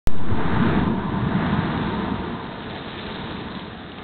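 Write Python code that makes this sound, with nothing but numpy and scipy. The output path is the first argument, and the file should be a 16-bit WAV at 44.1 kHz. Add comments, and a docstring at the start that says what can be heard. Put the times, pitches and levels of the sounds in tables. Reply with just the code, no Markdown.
"""A small, dull-sounding microphone switches on with a pop, over the faint hiss of the sea.
A swell drives air and sea water out of a rocky blowhole: the cave booms, slugs of water slam into it,
and the jet roars through the ringing rock throat. A second blow follows close behind.
The spray patters back on the rocks, a few big drops splat nearby, and the hole blows weakly once more."""
import sys
import numpy as np
from scipy import signal
from scipy.fft import rfft, irfft
from scipy.io import wavfile
from scipy.ndimage import uniform_filter1d

SR = 44100
rng = np.random.default_rng(int(sys.argv[2]) if len(sys.argv) > 2 else 0)


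def wav_out(sig):
    """Save sig, one row per channel (or a flat mono array), as 16-bit PCM at SR to the path in sys.argv[1]."""
    wavfile.write(sys.argv[1], SR, np.round(np.clip(np.atleast_2d(sig).T, -1, 1) * 32767).astype(np.int16))


N = 177943
TIME = np.arange(N) / SR
HZ = np.fft.rfftfreq(N, 1 / SR)
FULL_SURGE_DB, FULL_JET_DB = -22, -28  # cave pressure and jet strength that count as a full blow

# Pressure of the air trapped in the cave. Each row: time in seconds, relative level in dB.
CAVE_PRESSURE = [(0.12, -36), (0.33, -26), (0.52, -24), (0.66, -20), (0.92, -22), (1.02, -27.5),
                 (1.22, -24.5), (1.6, -25), (1.78, -25), (2.0, -25.5), (2.33, -29.5), (2.52, -34.5),
                 (2.95, -35), (3.3, -32.5), (3.58, -33.5), (3.72, -39), (4.03, -38)]
# Strength of the jet leaving the hole. Each row: time in seconds, relative level in dB.
JET_STRENGTH = [(0.14, -43), (0.44, -30), (0.7, -26.5), (0.77, -27.5), (0.93, -36), (1.2, -34.5),
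                (1.45, -28.5), (2.26, -35.5), (2.46, -38), (3.3, -39), (3.8, -42), (4.0, -39)]
# A drained cave booms brighter than a flooded one. Each row: time in seconds, tilt in dB per octave.
CAVE_BRIGHTNESS = [(0.1, 2.5), (0.8, -1), (1.05, 0), (1.4, -5), (1.8, 1), (2.4, 4), (4.03, 1)]
# Slugs of water hitting the cave.
# Each row: time of the peak in seconds, relative level in dB, pitch in Hz, half-length in seconds.
WATER_SLAMS = [(0.328, -13.5, 103, 0.012), (0.625, -8.5, 208, 0.006), (0.675, -18, 105, 0.009),
               (0.935, -17.5, 226, 0.017), (1.176, -15.5, 194, 0.012), (1.232, -14.5, 137, 0.011),
               (1.365, -15.5, 197, 0.01), (1.53, -13, 178, 0.0076), (1.592, -13, 140, 0.0056),
               (2.121, -14.5, 225, 0.0058), (2.196, -33, 82, 0.014), (2.667, -25.5, 248, 0.0069),
               (3.118, -31, 220, 0.015)]
# Spray raining back. Each row: thickest moment in seconds, half-length in seconds, relative level in dB.
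SPRAY_SHOWERS = [(1.81, 0.49, -44), (3.081, 0.42, -40), (3.6, 0.1, -55), (3.947, 0.34, -49)]
# Big drops landing on rock nearby. Each row: start in seconds, relative level in dB.
BIG_DROPS = [(2.7547, -29.5), (2.9941, -39), (3.5227, -39.5), (3.5518, -27), (3.595, -25.5), (3.9185, -31),
             (3.985, -29.5)]
# Tones the rock throat rings at. Each row: pitch in Hz, half-width in Hz, relative level in dB.
THROAT_TONES = [(685, 25, -3), (889.4, 18, -1.5), (930, 45, 2), (1024, 17, 4), (1151, 27, -2.5),
                (1446, 25, -9), (1715, 14, -8)]
# The tone colours of four sounds. Each row: frequency in Hz, relative level in dB.
BOOM_COLOUR = [(40, -30.5), (100, -19), (130, -11), (155, -3.5), (180, -2), (213, -0.5), (260, -7.5),
               (320, -7), (400, -14.5), (455, -13.5), (530, -26), (900, -44)]  # trapped air
HEAVE_COLOUR = [(12, -22), (25, -14), (50, -3.5), (85, 2.5), (115, 2), (170, -8.5), (400, -50.5)]  # heaving water
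ROAR_COLOUR = [(250, -10.5), (430, 1), (545, -6.5), (640, 1.5), (810, 1), (1000, -6.5), (1230, 2),
               (1320, -2), (1520, -0.5), (1780, -3.5), (2250, -13), (3000, -19.5), (4400, -33.5)]  # the jet
HISS_COLOUR = [(200, -8.5), (500, 1.5), (850, -5), (1300, -6), (1750, 1.5), (2350, -2.5), (3000, -2),
               (3400, 0), (3700, 3), (4050, -8), (4400, -13)]  # spray and sea


def gain_of(db):
    """Turns decibels into a number to multiply a sound by."""
    return 10 ** (np.asarray(db) / 20)


def evened(x):
    """Scales a signal to an average size (rms) of 1."""
    return x / np.sqrt(np.mean(x ** 2) + 1e-20)


def follow(rows, lead_s=0):
    """Joins a table's points with straight lines, read lead_s seconds ahead."""
    s, value = np.transpose(rows)
    return np.interp(TIME + lead_s, s, value)


def filtered(x, gains):
    """Turns each frequency up or down by its gain; rms 1."""
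    return evened(irfft(rfft(x) * gains, N))


def coloured(x, colour):
    """Gives a sound the tone colour drawn in a table; rms 1."""
    hz, db = np.transpose(colour)
    return filtered(x, gain_of(np.interp(np.log(HZ + 1), np.log(hz), db)))


def band(x, centre_hz, width_hz):
    """Keeps the frequencies around centre_hz; rms 1."""
    return filtered(x, np.exp(-((HZ - centre_hz) / width_hz) ** 2))


def low_pass(x, hz):
    """Cuts away the treble above hz."""
    return signal.oaconvolve(x, signal.firwin(255, hz, window=("kaiser", 9), fs=SR), "same")


def brightened(x, tilt_db, low_hz, high_hz):
    """Brightens or dulls a sound over time, by tilt_db per octave between two frequencies; rms 1."""
    hz, t, spectra = signal.stft(x, SR, nperseg=1024)
    octaves = np.log2(np.clip(hz, low_hz, high_hz) / np.sqrt(low_hz * high_hz))[:, None]
    tilted = spectra * gain_of(octaves * np.interp(t, TIME, tilt_db))
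    return evened(signal.istft(tilted, SR, nperseg=1024)[1][:N])


def drift(rate_hz):
    """A smooth random wandering; rms 1."""
    return filtered(rng.standard_normal(N), np.exp(-(HZ / rate_hz) ** 2) * (HZ > 0))


def impacts(per_s, spread_db):
    """Clicks at random times, many small and a few large."""
    size = gain_of(spread_db * np.minimum(rng.exponential(1, N), 4))
    return evened(size * rng.choice([-1, 1], N) * (rng.random(N) < per_s / SR))


def wet_noise(per_s, spread_db, drops_db, clump_db):
    """A fine hiss with heavier drops that come in clumps; rms 1."""
    clumps = drift(rate_hz=70)
    drops = impacts(per_s, spread_db) * gain_of(drops_db + clump_db * clumps)
    return coloured(rng.standard_normal(N) + drops, HISS_COLOUR)


def churn(colour, steadiness, hold_s):
    """Swirling noise, its loudness partly held steady by the push of the water behind it."""
    noise = coloured(rng.standard_normal(N), colour)
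    window = signal.windows.hann(int(hold_s * SR))
    power = signal.fftconvolve(noise ** 2, window / window.sum(), "same")
    return evened(noise / np.maximum(power, 1e-6) ** (steadiness / 2))


def sea_wash(level_db=-53):
    """The sea hisses faintly and steadily along the shore."""
    return gain_of(level_db) * coloured(rng.standard_normal(N), HISS_COLOUR)


def showers(patter_db=2.4, spatter_db=-8):
    """Thrown water patters down, thickening and thinning out; nearer drops spatter brightly."""
    patter = wet_noise(per_s=1100, spread_db=5, drops_db=-1, clump_db=1)
    spatter = band(impacts(per_s=95, spread_db=2), centre_hz=3750, width_hz=550)
    power = sum(gain_of(db) ** 2 * np.exp(-((TIME - s) / half_length) ** 2)
                for s, half_length, db in SPRAY_SHOWERS)
    return (gain_of(patter_db) * patter + gain_of(spatter_db) * spatter) * np.sqrt(power)


def splats(gain_db=-4, decay_s=0.0028):
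    """Each big drop bursts into a few milliseconds of bright fizz."""
    fizz = band(rng.standard_normal(N), centre_hz=3350, width_hz=900)
    bursts = sum(gain_of(db) * (TIME >= s) * np.exp(-abs(TIME - s) / decay_s) for s, db in BIG_DROPS)
    return gain_of(gain_db) * fizz * bursts


def mist(full_blow_db=-39, growth=0.9):
    """Spray torn off the jet hisses in step with it."""
    hiss = wet_noise(per_s=3000, spread_db=2, drops_db=-2, clump_db=2.4)
    return hiss * gain_of(full_blow_db + growth * (follow(JET_STRENGTH) - FULL_JET_DB))


def throat(loudest_db=-34, full_pressure_db=-25, low_pressure_db=-34):
    """Escaping air keeps the hollow rock ringing; at low pressure the ring dies away faster."""
    peaks = sum(gain_of(db) / (1 + ((HZ - hz) / width) ** 2) for hz, width, db in THROAT_TONES)
    ring = filtered(rng.standard_normal(N), peaks)
    late_db = follow(CAVE_PRESSURE, lead_s=-0.05)  # the ring lags behind the pressure
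    pressure_db = uniform_filter1d(late_db, int(0.26 * SR))  # the narrow throat evens out the swings
    drive_db = 0.97 * np.minimum(pressure_db - full_pressure_db, 0)
    choke_db = 2.6 * np.minimum(pressure_db - low_pressure_db, 0)
    return ring * gain_of(loudest_db + drive_db + choke_db)


def cave(boom_db=-0.48, heave_db=-29, heave_growth=1.017):
    """Trapped air booms near 200 Hz above the deeper heave of the water that squeezes it."""
    air = churn(BOOM_COLOUR, steadiness=0.45, hold_s=0.11)
    air = brightened(air, follow(CAVE_BRIGHTNESS), low_hz=188, high_hz=467)
    boom = air * gain_of(follow(CAVE_PRESSURE) + boom_db)
    water = churn(HEAVE_COLOUR, steadiness=0.25, hold_s=0.38)
    push_db = follow(CAVE_PRESSURE, lead_s=0.1) - FULL_SURGE_DB  # the water heaves first
    return boom + water * gain_of(heave_db + heave_growth * push_db)


def slams(gain_db=-1):
    """Each slug of water squeezes the air for a few cycles, making a short thump."""
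    thumps = np.zeros(N)
    for s, db, hz, half_length in WATER_SLAMS:
        pulse = np.exp(-((TIME - s) / half_length) ** 2)
        thumps += gain_of(db + gain_db) * pulse * np.sin(2 * np.pi * hz * (TIME - s))
    return thumps


def jet(gain_db=-0.63, sputter_db=0.54):
    """Air tears the water into bursts; the stronger the jet, the brighter its roar."""
    strength_db = follow(JET_STRENGTH)
    tearing = coloured(impacts(per_s=7000, spread_db=3.5), ROAR_COLOUR)
    tilt_db = 0.76 + 0.267 * (strength_db - FULL_JET_DB)
    roar = brightened(tearing, tilt_db, low_hz=450, high_hz=2980)
    return roar * gain_of(strength_db + gain_db + sputter_db * drift(rate_hz=23))


def scene():
    """The blowhole in the open air, heard from one spot."""
    return (cave() + slams() + jet() + throat() + mist() + showers() + splats() + sea_wash())[None]


def record(dry):
    """A microphone with little treble; at switch-on its voltage jumps with a pop and leaks away."""
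    switch_on_s, leak_s = 0.07253, 0.28
    dulled = low_pass(dry[0], hz=4250)
    pop = -0.42 * np.exp(-abs(TIME - switch_on_s) / leak_s)
    return low_pass((dulled + pop) * (TIME >= switch_on_s), hz=16500)[None]


dry = scene()
out = record(dry)
wav_out(out)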